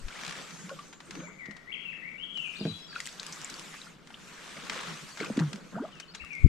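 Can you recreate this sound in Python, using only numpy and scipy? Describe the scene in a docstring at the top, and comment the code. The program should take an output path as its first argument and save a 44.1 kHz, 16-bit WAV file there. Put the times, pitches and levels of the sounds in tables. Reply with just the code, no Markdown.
"""A calm lake, from inside a canoe: two slow paddle strokes.
The blade swishes through fine bubbles, its eddies gulp air, and its drips ring on the water.
The paddle sticks and slips, its shaft bumps the hull, and sleeves rustle as it swings forward.
Songbirds echo from the wooded shore on the left. Air puffs hit the microphone at the start and end."""
import sys
import numpy as np
from scipy import signal
from scipy.fft import rfft, irfft
from scipy.io import wavfile
from scipy.ndimage import uniform_filter1d

SR = 44100
rng = np.random.default_rng(int(sys.argv[2]) if len(sys.argv) > 2 else 0)


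def inscribe(sig):
    """Save sig as 16-bit PCM at rate SR to the path in sys.argv[1].

    A 1-D sig is mono; a 2-D sig holds one channel per row.
    Samples are clipped to [-1, 1] before scaling.
    """
    pcm = np.round(np.clip(np.atleast_2d(sig).T, -1, 1) * 32767)
    wavfile.write(sys.argv[1], SR, pcm.astype(np.int16))


N = 285768
TIME_S = np.arange(N) / SR

# Noise spectra. Each row: frequency in Hz, relative level in dB.
AIR_SPECTRUM = [(20, -3), (60, -9.5), (110, -13.5), (160, 2.5), (250, -2.5), (500, -9), (800, -15),
                (1400, -12), (2600, -31), (4000, -33), (7500, -34.5), (10000, -39.5), (15000, -40)]
WIND_SPECTRUM = [(10, -8), (30, 0), (75, -1), (130, -11), (250, -28), (600, -45), (2000, -100)]
CLOTH_SPECTRUM = [(200, -10.5), (1000, 3), (2500, 3), (4000, -1.5), (6000, -0.5), (7800, -2), (9500, -10.5),
                  (12500, -16.5), (15000, -33)]
WASH_SPECTRUM = [(100, -14), (180, -14), (400, 2), (650, -4), (850, -5), (1300, -1.5), (2400, -3.5),
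                 (3400, -2.5), (4500, -7), (7000, -12.5), (10000, -19.5), (15000, -39)]
SLOSH_SPECTRUM = [(25, -40), (70, -30), (120, -8), (160, 7.5), (300, -3), (550, -6), (800, -18),
                  (1500, -10), (4000, -65)]
TICK_SPECTRUM = [(150, -12), (700, 9), (1300, 8), (4000, 1.5), (7800, 0.5), (10000, -12), (15000, -21)]
# Left-right likeness. Each row: frequency in Hz, coherence from 0 to 1.
COHERENCE = [(40, .3), (160, 0.43), (600, 0.43), (1400, 0.61), (3000, 0.54), (7000, 0.43), (12000, 0.2)]

# Event levels below are taken before each layer's own gain and filtering.
# Wind at the microphone. Each row: start in seconds, length in seconds, left level in dB.
WIND_GUSTS = [(-.03, 0.16, -43), (1.0, 0.3, -60), (6.18, 0.1, -50), (6.375, 0.3, -23)]
# Eddies on the microphone. Each row: centre and width in seconds, left and right levels in dB.
AIR_PUFFS = [(0.053, 0.011, -26, -35), (6.449, 0.003, 5, -34), (6.463, 0.0015, -7, -17)]
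# Arm movements. Each row: start in seconds, length in seconds, level in dB.
ARM_REACHES = [(-.15, 1.11, -57.5), (1.0, 0.29, -65), (2.33, 0.59, -61.5), (2.93, 0.27, -56),
               (3.08, 0.88, -54.5), (4.03, 1.27, -58), (4.58, 1.046, -57), (5.45, 0.46, -66.5),
               (6.13, 0.67, -68)]
# Blade moving through water. Each row: start, rise and hold in seconds, level in dB.
BLADE_SWISHES = [(0.04, 0.16, 0.18, -49.7), (1.09, 0.026, 0.084, -61), (2.854, 0.096, 0.032, -55.5),
                 (3.153, 0.034, 0.42, -57), (4.097, 0.55, 0.034, -52), (4.68, 0.046, 0.16, -46),
                 (5.18, 0.012, 0.036, -48.5), (5.318, 0.025, 0.13, -59.5), (5.817, 0.023, 0.13, -62),
                 (6.136, 0.0057, 0.0046, -57)]
# Water heaving by the hull. Each row: start in seconds, length in seconds, level in dB.
WATER_SURGES = [(.4, 0.52, -54), (1.08, 0.26, -48.5), (2.58, 0.18, -52.5), (4.68, 0.32, -56),
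                (5.19, 0.16, -42.5), (5.35, 0.095, -39.5), (5.44, 0.27, -49.5), (5.72, 0.079, -42)]
# Drop splats and gear taps. Each row: start in seconds, level in dB, centre in Hz, decay in seconds.
SPLATS_AND_TAPS = [(0.082, -40.5, 2440, 0.0053), (0.21, -43.5, 4200, 0.0057), (.507, -43.5, 3580, 0.0028),
                   (.693, -38.5, 2000, 0.002), (.789, -47.5, 1980, .005), (.926, -46.5, 2540, 0.0079),
                   (1.002, -44, 2230, .005), (1.108, -35.5, 3300, 0.0024), (1.152, -40, 2400, 0.003),
                   (1.202, -45, 1300, 0.005), (1.456, -46.5, 2480, 0.0045), (1.509, -46.5, 2450, 0.0043),
                   (1.565, -47, 2390, 0.0044), (2.372, -41.5, 2350, 0.0036), (2.65, -42, 1700, 0.0048),
                   (3.003, -31, 4960, 0.0015), (3.057, -32, 11100, .0006), (3.0645, -33, 8000, .0007),
                   (3.072, -34, 8000, .0012), (3.231, -32.5, 4030, 0.00065), (3.265, -36, 7600, .0015),
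                   (3.324, -38, 8000, .0012), (3.415, -39, 7500, 0.0018), (3.498, -38.5, 8000, 0.0035),
                   (3.541, -41, 6000, .0015), (3.596, -32, 5740, 0.00057), (3.739, -42.5, 1600, .005),
                   (4.072, -47.5, 3000, 0.0028), (4.103, -46.5, 1400, 0.0045), (4.6965, -26, 2500, 0.0029),
                   (4.72, -35, 1500, .0025), (4.803, -38, 1400, .002), (5.172, -39.5, 2320, .005),
                   (5.202, -35, 2200, .003), (5.245, -37, 3000, .004), (5.37, -36.5, 3000, .004),
                   (5.391, -30, 1990, 0.0022), (5.397, -32.5, 2900, 0.0023), (5.53, -34.5, 2620, 0.0029),
                   (5.558, -41.5, 3560, 0.0023), (5.999, -37.5, 3400, .004), (6.147, -38.5, 3700, 0.0063),
                   (6.248, -46, 10000, 0.001), (6.352, -47.5, 9000, .001)]
# Air swallowed by eddies. Each row: start and length in seconds, start and end pitch in Hz, level in dB.
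EDDY_GULPS = [(0.098, 0.025, 1274, 2100, -46), (0.147, 0.029, 1580, 2510, -47),
              (.635, 0.052, 186, 189, -41.5), (0.694, 0.023, 1090, 1110, -42),
              (0.702, 0.01, 1370, 1510, -37), (0.713, 0.024, 565, 519, -34),
              (0.7885, 0.014, 1220, 1200, -38.5), (1.086, 0.029, 344, 322, -46.5),
              (1.117, 0.012, 203, 227, -45), (1.164, 0.03, 294, 337, -40), (1.198, 0.027, 300, 336, -39),
              (1.205, 0.12, 164.3, 193, -46), (1.208, 0.052, 495, 622, -48.5),
              (1.273, 0.031, 823, 1890, -48), (2.7, 0.059, 121, 78, -37.5),
              (2.961, 0.0079, 1490, 1350, -26), (3.96, 0.015, 171, 180, -44),
              (4.565, 0.023, 600, 530, -45.5), (4.758, 0.022, 557, 440, -39.5),
              (4.875, 0.078, 172, 148.5, -42.5), (5.21, 0.0095, 465, 366, -26.5),
              (5.223, 0.018, 332, 294, -32), (5.231, 0.0064, 1540, 1520, -32),
              (5.24, 0.0042, 1390, 990, -31), (5.2997, 0.0083, 537, 487, -29),
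              (5.303, 0.013, 239, 215, -25), (5.363, 0.016, 297, 330, -31.5), (5.377, 0.011, 290, 225, -15),
              (5.388, 0.051, 305, 320, -30), (5.402, 0.075, 163.4, 141, -19), (5.402, 0.02, 710, 1370, -36),
              (5.421, 0.013, 893, 1490, -41.5), (5.536, 0.025, 194, 197, -32.5),
              (5.741, 0.036, 182, 192, -31.5), (5.756, 0.045, 420, 1430, -38.5),
              (5.755, 0.009, 1310, 1410, -35.5), (5.762, 0.031, 211, 235, -35),
              (5.764, 0.0058, 1400, 1620, -42), (5.799, 0.027, 241, 344, -28.5),
              (5.82, 0.019, 368, 502, -34.5), (5.821, 0.0086, 1490, 1590, -46),
              (5.836, 0.026, 594, 740, -32), (5.85, 0.0076, 1190, 1280, -38.5),
              (6.239, 0.011, 1300, 1110, -42)]
# Drops off the blade. Each row: start in seconds, start and end pitch in Hz, level in dB.
BLADE_DRIPS = [(0.126, 2290, 2230, -41.5), (.191, 2180, 2380, -37), (2.929, 1620, 1690, -40.5),
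               (2.956, 2600, 2450, -35.5), (2.957, 4100, 3900, -39), (2.982, 2550, 2450, -41),
               (3.002, 2100, 1770, -31), (3.045, 8000, 9000, -41), (3.066, 6830, 9000, -32),
               (3.071, 1940, 2230, -38), (3.088, 3260, 5230, -37.5), (3.127, 5840, 7200, -40),
               (3.197, 3340, 7760, -27), (3.326, 5850, 8400, -31.5), (3.33, 4970, 6560, -32.5),
               (3.446, 6950, 7950, -25), (3.541, 4570, 4800, -36.5), (3.816, 3750, 4000, -35),
               (3.868, 1350, 1440, -44), (4.142, 2730, 3624, -36.5), (4.569, 2080, 2330, -37),
               (5.203, 2270, 2060, -30.5), (5.211, 4400, 4470, -34.5), (5.26, 2430, 2750, -33.5),
               (6.333, 5600, 6200, -41)]
# Paddle stick-slip. Each row: start and length in seconds, slips per second, first level in dB,
# centre in Hz.
SLIP_RUNS = [(0.2345, .095, 67, -29.5, 3000), (4.8724, .042, 85, -36, 1550)]
# One bird's thin rising whistle. 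Each row: start in seconds, level in dB.
BIRD_WHISTLES = [(0.495, -49.5), (0.815, -56), (1.125, -50.5)]
# Short bird chirps with little echo, and far fluting song. Each row: start and length in seconds,
# start, middle and end pitch in Hz, level in dB.
DRY_CHIRPS = [(1.045, 0.055, 8250, 8200, 8000, -55), (5.92, 0.089, 3130, 2740, 2540, -52.5),
              (6.017, 0.032, 2540, 3060, 2480, -49), (6.076, 0.042, 4600, 4420, 4770, -47),
              (6.116, 0.017, 4940, 5200, 4550, -54), (6.165, 0.027, 3770, 3950, 4300, -49)]
FAR_SONG = [(1.232, 0.053, 2240, 2280, 1800, -47.5), (1.382, 0.09, 2476, 2000, 1894, -43.5),
            (1.672, 0.055, 1830, 2200, 2310, -42.5), (1.718, 0.017, 2430, 3075, 3450, -36),
            (1.735, 0.025, 3470, 2707, 1830, -36), (1.847, 0.059, 2845, 2670, 2620, -38),
            (1.911, 0.026, 2620, 2283, 1530, -41), (2.017, 0.083, 1810, 2202, 2277, -40.5),
            (2.177, 0.067, 2617, 3020, 3110, -42), (2.228, 0.021, 2960, 3303, 2630, -33),
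            (2.35, 0.062, 3147, 2900, 2666, -33.5), (2.425, 0.057, 2756, 2550, 2300, -38.5),
            (2.549, 0.029, 3170, 3990, 4870, -42.5), (2.597, 0.013, 4620, 4780, 4450, -39),
            (2.606, 0.016, 4460, 3930, 3100, -41), (2.631, 0.027, 2980, 3280, 3800, -45),
            (2.664, 0.0615, 4000, 3964, 3824, -40), (2.732, 0.06, 3370, 3340, 3360, -44),
            (2.804, 0.066, 5380, 5410, 5440, -52.5), (2.876, 0.082, 4790, 4510, 4510, -46),
            (6.19, 0.043, 2266, 2738, 2590, -43.5), (6.192, 0.042, 2450, 2185, 1390, -46.5),
            (6.3, 0.085, 2550, 2210, 2170, -38)]
# Leftward lean of the birds. Each row: frequency in Hz, left minus right in dB.
BIRD_LEAN = [(2000, 12), (3100, 14.5), (4400, 4.5), (7000, 4)]
# Shaft hitting the hull. Each row: start in seconds, level in dB, hardness as a cutoff in Hz.
SHAFT_BUMPS = [(1.486, -32, 220), (2.607, -31.5, 785), (2.612, -23, 496), (2.653, -17.5, 1400),
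               (2.659, -22, 890), (2.666, -21.5, 720), (2.678, -26, 203)]
# Hull resonances. Each row: frequency in Hz, level in dB, time to fall 60 dB in seconds.
HULL_MODES = [(168.5, -1.5, 0.25), (205.2, 8, 0.134), (262, 14, 0.041), (342, 2.5, 0.082),
              (440, 3.5, 0.068), (565, -34, 0.056), (618, -2.5, 0.094), (1190, -10, 0.022),
              (1520, -1, 0.018)]
# Droplet showers. Each row: start and length in seconds, drops per second, lowest and highest pitch
# in Hz, reference level in dB.
DROPLET_SHOWERS = [(3.104, .55, 11.3, 3280, 8250, -42), (5.201, .068, 770, 1100, 5400, -41.5),
                   (5.39, .05, 260, 900, 4270, -52), (5.753, .14, 143, 650, 1610, -43.5)]

RIPPLE_DB = -68  # wash between swishes
DRIP_SWELL_SHARE = 0.082


def amp(db):
    """Decibels to gain."""
    return 10 ** (np.asarray(db) / 20)


def unit(x):
    """Scales to rms 1."""
    return x / np.sqrt(np.mean(x ** 2) + 1e-20)


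def lookup(points, hz):
    """Interpolates on a log-frequency axis."""
    knots_hz, values = np.transpose(points)
    return np.interp(np.log(hz + 1), np.log(knots_hz + 1), values)


def pan(lean_db):
    """Stereo gains; positive leans left."""
    return amp(np.array([[lean_db], [-lean_db]]) / 2)


def add(mix, start_s, sound):
    """Mixes a sound in at start_s."""
    part = mix[:, max(round(start_s * SR), 0):][:, :sound.shape[-1]]
    part += sound[..., :part.shape[1]]


def noise():
    """Stereo white noise."""
    return rng.standard_normal((2, N))


def grains(per_s, spread_db):
    """Random clicks, most small, a few large."""
    sizes = amp(spread_db * np.minimum(rng.exponential(1, (2, N)), 4))
    return sizes * np.sign(noise()) * (rng.random((2, N)) < per_s / SR)


def jitter(samples):
    """Two smooth random curves, at most 0.25 s long."""
    white = rng.standard_normal((2, SR // 4))
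    return unit(uniform_filter1d(uniform_filter1d(white, size=150), size=110))[:, :samples]


def highpass(x, cutoff_hz):
    """Third-order bass cut."""
    return signal.sosfilt(signal.butter(3, cutoff_hz, "highpass", fs=SR, output="sos"), x)


def coloured(drive, spectrum, band_hz=(0, SR / 2)):
    """Filters two unrelated signals into a partly coherent pair; mid has rms 1 in the band."""
    size = drive.shape[1]
    hz = np.fft.rfftfreq(size, 1 / SR)
    a, b = rfft(drive) * amp(lookup(spectrum, hz))
    coherence = np.clip(lookup(COHERENCE, hz), 0, 1)
    mid, side = a * np.sqrt(1 + coherence), b * np.sqrt(1 - coherence)
    in_band = irfft(mid * (hz >= band_hz[0]) * (hz <= band_hz[1]), size)
    return irfft([mid + side, mid - side], size) / (in_band.std() + 1e-12)


def patchy(x, depth_db):
    """Narrow bands swell and fade at random."""
    frames = signal.stft(x, nperseg=512)[2]
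    field = rng.standard_normal(frames.shape[1:])
    field = uniform_filter1d(uniform_filter1d(field, size=7, axis=0), size=6, axis=1)
    return signal.istft(frames * amp(depth_db * unit(field)))[1][:, :N]


def humps(rows, peakedness, rest_db):
    """Envelope of one arch per movement over a resting level."""
    power = amp(rest_db) ** 2
    for start_s, length_s, db in rows:
        arch = abs(np.sin(np.pi * np.clip((TIME_S - start_s) / length_s, 0, 1)))
        power = power + (amp(db) * arch ** peakedness) ** 2
    return np.sqrt(power)


def echoes(x, delay_s, hold_s, t60_s, taps_per_s=2000):
    """Scattered reflections, level until hold_s, then decaying."""
    t = np.arange(SR) / SR
    taps = rng.standard_normal((2, SR)) * (rng.random((2, SR)) < taps_per_s / SR)
    taps *= (t > delay_s) * amp(-60 * np.maximum(t - hold_s, 0) / t60_s)
    taps /= np.linalg.norm(taps, axis=1, keepdims=True)
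    return signal.fftconvolve(x, taps, axes=1)[:, :N]


def lake_air():
    """Faint steady hush of open air."""
    return amp(-59) * coloured(noise(), AIR_SPECTRUM)


def wind(calm_db=-73, drift_db=1.5):
    """Rumble, unrelated at the two microphone ports, and single eddies that push and suck."""
    hz = np.fft.rfftfreq(N, 1 / SR)
    drift = unit(sum(np.sin(2 * np.pi * (f * TIME_S + rng.random())) for f in np.geomspace(.4, 4, 12)))
    strength = humps(WIND_GUSTS, peakedness=2.2, rest_db=calm_db + drift_db * drift)
    rumble = unit(irfft(rfft(noise()) * amp(lookup(WIND_SPECTRUM, hz)), N))
    out = rumble * strength * amp([[0], [-9]])
    for centre_s, width_s, left_db, right_db in AIR_PUFFS:
        u = (TIME_S - centre_s) / width_s
        out += amp([[left_db], [right_db]]) * (1 - u ** 2) / (1 + u ** 2 / 3) ** 3
    return out * signal.windows.tukey(N, .001)


def sleeves():
    """Cloth fibres catch and slip in dense grains as the arms move."""
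    fibres = unit(grains(per_s=4500, spread_db=3)) + 0.79 * noise()
    rub = coloured(patchy(fibres, depth_db=3), CLOTH_SPECTRUM, band_hz=(7500, 12000))
    return amp(-5) * pan(0.5) * humps(ARM_REACHES, peakedness=0.58, rest_db=-78) * rub


def stirring(settle_s=0.032, settle_per_hold=0.47):
    """Envelope of the blade's stirring; water settles more slowly after a long swish."""
    power = amp(RIPPLE_DB) ** 2
    for start_s, rise_s, hold_s, db in BLADE_SWISHES:
        age_s = TIME_S - start_s
        rise = np.clip(age_s / rise_s, 0, 1)
        settle = np.exp(-np.maximum(age_s - rise_s - hold_s, 0) / (settle_s + settle_per_hold * hold_s))
        power = power + (amp(db) * rise * settle) ** 2
    return np.sqrt(power)


def wash(bubbles_per_s=1500, decay_cycles=4.1, glide=0.019, pitches=20):
    """Tiny bubbles, each rising in pitch as it dies, over the hiss of parting water."""
    fizz = np.zeros((2, N))
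    for hz in np.geomspace(1100, 8000, pitches):
        u = np.arange(int(4 * decay_cycles * SR / hz)) * hz / SR / decay_cycles
        ping = np.exp(-u) * np.sin(2 * np.pi * decay_cycles * u * (1 + glide * u / 2))
        births = grains(bubbles_per_s / pitches, spread_db=1.5)
        fizz += np.sqrt(hz) * signal.oaconvolve(births, ping[None])[:, :N]
    water = coloured(unit(fizz) + 0.88 * noise(), WASH_SPECTRUM, band_hz=(800, 1700))
    return amp(-1) * pan(3) * stirring() * water


def slosh():
    """Low churn of water heaving by the hull and pushed aside by the blade."""
    surge = humps(WATER_SURGES, peakedness=0.39, rest_db=-63.5)
    heave = np.hypot(surge, amp(-2) * stirring())
    return heave * coloured(patchy(noise(), depth_db=3.5), SLOSH_SPECTRUM)


def crests(per_s=200, decay_s=0.0027):
    """Small crests break during a swish, each a broadband snap."""
    decay = np.exp(-np.arange(512) / SR / decay_s)
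    breaking = signal.oaconvolve(abs(grains(per_s, spread_db=3.5)), decay[None])[:, :N].mean(0)
    snaps = coloured(unit(breaking) * noise(), TICK_SPECTRUM)
    return amp(-3) * pan(-3) * np.maximum(stirring() - amp(RIPPLE_DB), 0) * snaps


def tick(centre_hz, decay_s, onset_share=0.5, focus_db_per_oct2=2.5):
    """Short noise burst, weighted toward centre_hz."""
    hz = np.geomspace(100, 16000, 24)
    age = np.arange(2048) / SR / decay_s
    envelope = (1 - np.exp(-age / onset_share)) * np.exp(-age)
    spectrum_db = lookup(TICK_SPECTRUM, hz) - focus_db_per_oct2 * np.log2(hz / centre_hz) ** 2
    burst = envelope * coloured(rng.standard_normal((2, len(age))), np.transpose([hz, spectrum_db]))
    return burst * np.linalg.norm(envelope) / envelope.max() / np.linalg.norm(burst.mean(0))


def splats_and_taps():
    """Single impacts of drops and gear, slightly left."""
    out = np.zeros((2, N))
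    for start_s, db, centre_hz, decay_s in SPLATS_AND_TAPS:
        add(out, start_s, amp(db) * tick(centre_hz, decay_s))
    return amp(-1.5) * pan(2.5) * out


def bubble(length_s, swell_share, start_hz, end_hz, bend=1.157, ring_share=0.81, ragged_db=2):
    """Trapped air swells, glides faster as it nears the surface, and rings out unsteadily."""
    u = np.arange(0, 2 * length_s, 1 / SR) / length_s
    shake, heave = jitter(len(u))
    wobble = 0.049 * min(500 / start_hz, start_hz / 300, 1)  # mid-size pockets wobble most
    hz = start_hz * (end_hz / start_hz) ** (np.minimum(u, 1) ** bend)
    hz *= 1 + wobble * np.resize(shake, len(u))
    top = min(swell_share, .5)
    swell = np.minimum(u / top, 1) ** 0.5
    decay = np.exp(-(np.maximum(u - top, 0) / (ring_share * (1 - top))) ** 1.6)
    rough = amp(ragged_db * np.resize(heave - heave[0], len(u)) * np.minimum(u, 1))
    lean_db = 3 * min(start_hz / 1500, 1) ** 2  # long waves reach both sides alike
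    return pan(lean_db) * swell * decay * rough * np.sin(2 * np.pi * np.cumsum(hz) / SR)


def gulps_and_drips(drip_cycles=13.5):
    """Eddies swallow air pockets and each drip traps a small bubble; the deep bass is cut from both."""
    out = np.zeros((2, N))
    for start_s, length_s, start_hz, end_hz, db in EDDY_GULPS:
        climb_oct = max(np.log2(end_hz / start_hz), 0)
        swell_share = 0.14 + 0.31 * climb_oct
        add(out, start_s, amp(db) * bubble(length_s, swell_share, start_hz, end_hz))
    for start_s, start_hz, end_hz, db in BLADE_DRIPS:
        add(out, start_s, amp(db) * bubble(drip_cycles / start_hz, DRIP_SWELL_SHARE, start_hz, end_hz))
    return highpass(out, cutoff_hz=100)


def stick_slip(jitter_s=0.0005, fade_db_per_s=-22):
    """The paddle sticks and slips during a pull: fading runs of nearly even ticks."""
    out = np.zeros((2, N))
    for start_s, length_s, per_s, db, centre_hz in SLIP_RUNS:
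        for t in np.arange(0, length_s, 1 / per_s):
            slip = amp(db + fade_db_per_s * t) * tick(centre_hz, decay_s=0.0018)
            add(out, start_s + t + jitter_s * rng.standard_normal(), slip)
    return amp(-5.5) * pan(1.5) * out


def bird_note(length_s, start_hz, middle_hz, end_hz, db, quaver_hz=19, flutter_db=2.2, ramp_s=0.011):
    """Whistled glide that quavers and flutters, out of phase at the two ports."""
    u = np.linspace(0, 1, int(length_s * SR))
    quaver, flutter = jitter(len(u))
    glide_hz = np.polyval(np.polyfit([0, .5, 1], [start_hz, middle_hz, end_hz], 2), u)
    phase_rad = 2 * np.pi * np.cumsum(glide_hz + quaver_hz * quaver) / SR + np.array([[0], [2.07]])
    window = signal.windows.tukey(len(u), min(2 * ramp_s / length_s, .5))
    envelope = window * unit(amp(flutter_db * flutter))
    return pan(lookup(BIRD_LEAN, middle_hz)) * amp(db) * envelope * np.sin(phase_rad)


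def birds(whistle_s=0.175, whistle_hz=(6130, 6430, 7410), foliage_cutoff_hz=6000):
    """Far song rings among the trees and echoes off the treeline; chirps and whistles echo less."""
    song, send, calls = np.zeros((3, 2, N))
    for start_s, length_s, start_hz, middle_hz, end_hz, db in FAR_SONG:
        note = bird_note(length_s, start_hz, middle_hz, end_hz, db)
        add(song, start_s, note)
        add(send, start_s, note / np.hypot(1, (middle_hz / foliage_cutoff_hz) ** 2))
    for start_s, *chirp in DRY_CHIRPS:
        add(calls, start_s, bird_note(*chirp))
    for start_s, db in BIRD_WHISTLES:
        add(calls, start_s, bird_note(whistle_s, *whistle_hz, db))
    send += amp(-8.5) * calls
    forest = echoes(send, delay_s=0.0056, hold_s=0.023, t60_s=0.77)
    treeline = echoes(send, delay_s=0.09, hold_s=0.09, t60_s=0.12)
    return amp(-3) * song + amp(-3.5) * calls + amp(-1.5) * forest + amp(-10.5) * treeline


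def hull_bumps(contact_s=0.0006):
    """The shaft rings the hull; soft blows miss the high modes, and the deep bass is cut away."""
    out = np.zeros((2, N))
    t = np.arange(SR // 2) / SR
    for start_s, db, hardness_hz in SHAFT_BUMPS:
        ring = np.zeros(len(t))
        for hz, mode_db, t60_s in HULL_MODES:
            mode = amp(mode_db - 60 * t / t60_s) * np.sin(2 * np.pi * hz * t)
            ring += mode / np.hypot(1, hz / hardness_hz)
        ring *= 1 - np.exp(-t / contact_s)
        add(out, start_s, amp(db) * ring / abs(ring).max())
    return highpass(out, cutoff_hz=110)


def spray(cycles=11, glide_ratio=1.09, spread_db=8):
    """Droplets off the lifted or turning blade land at random, each a rising plink."""
    out = np.zeros((2, N))
    for start_s, length_s, per_s, low_hz, high_hz, db in DROPLET_SHOWERS:
        drops = rng.random((64, 3))[:round(length_s * per_s)]
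        for k, (late, pitch, size) in enumerate(drops):
            hz = low_hz * (high_hz / low_hz) ** pitch
            plink = bubble(cycles / hz, DRIP_SWELL_SHARE, hz, hz * glide_ratio)
            add(out, start_s + (k + late) / per_s, amp(db + spread_db * (size - 1.5)) * plink)
    return out


def scene():
    """Paddle sounds with short reflections off the boat, plus water, sleeves, birds and air."""
    paddle = gulps_and_drips() + hull_bumps() + splats_and_taps() + stick_slip() + spray()
    boat = amp(-6.5) * echoes(paddle, delay_s=0.0032, hold_s=0.0025, t60_s=0.14).mean(0)
    return paddle + boat + wash() + crests() + slosh() + sleeves() + birds() + wind() + lake_air()


def record(dry):
    """Soft overload near full scale, then a low-pass."""
    cutoff_hz = 15250
    taps = signal.firwin(511, cutoff_hz, window=("kaiser", 9), fs=SR)
    return signal.oaconvolve(np.tanh(dry), taps[None], "same")


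dry = scene()
out = record(dry)
inscribe(out)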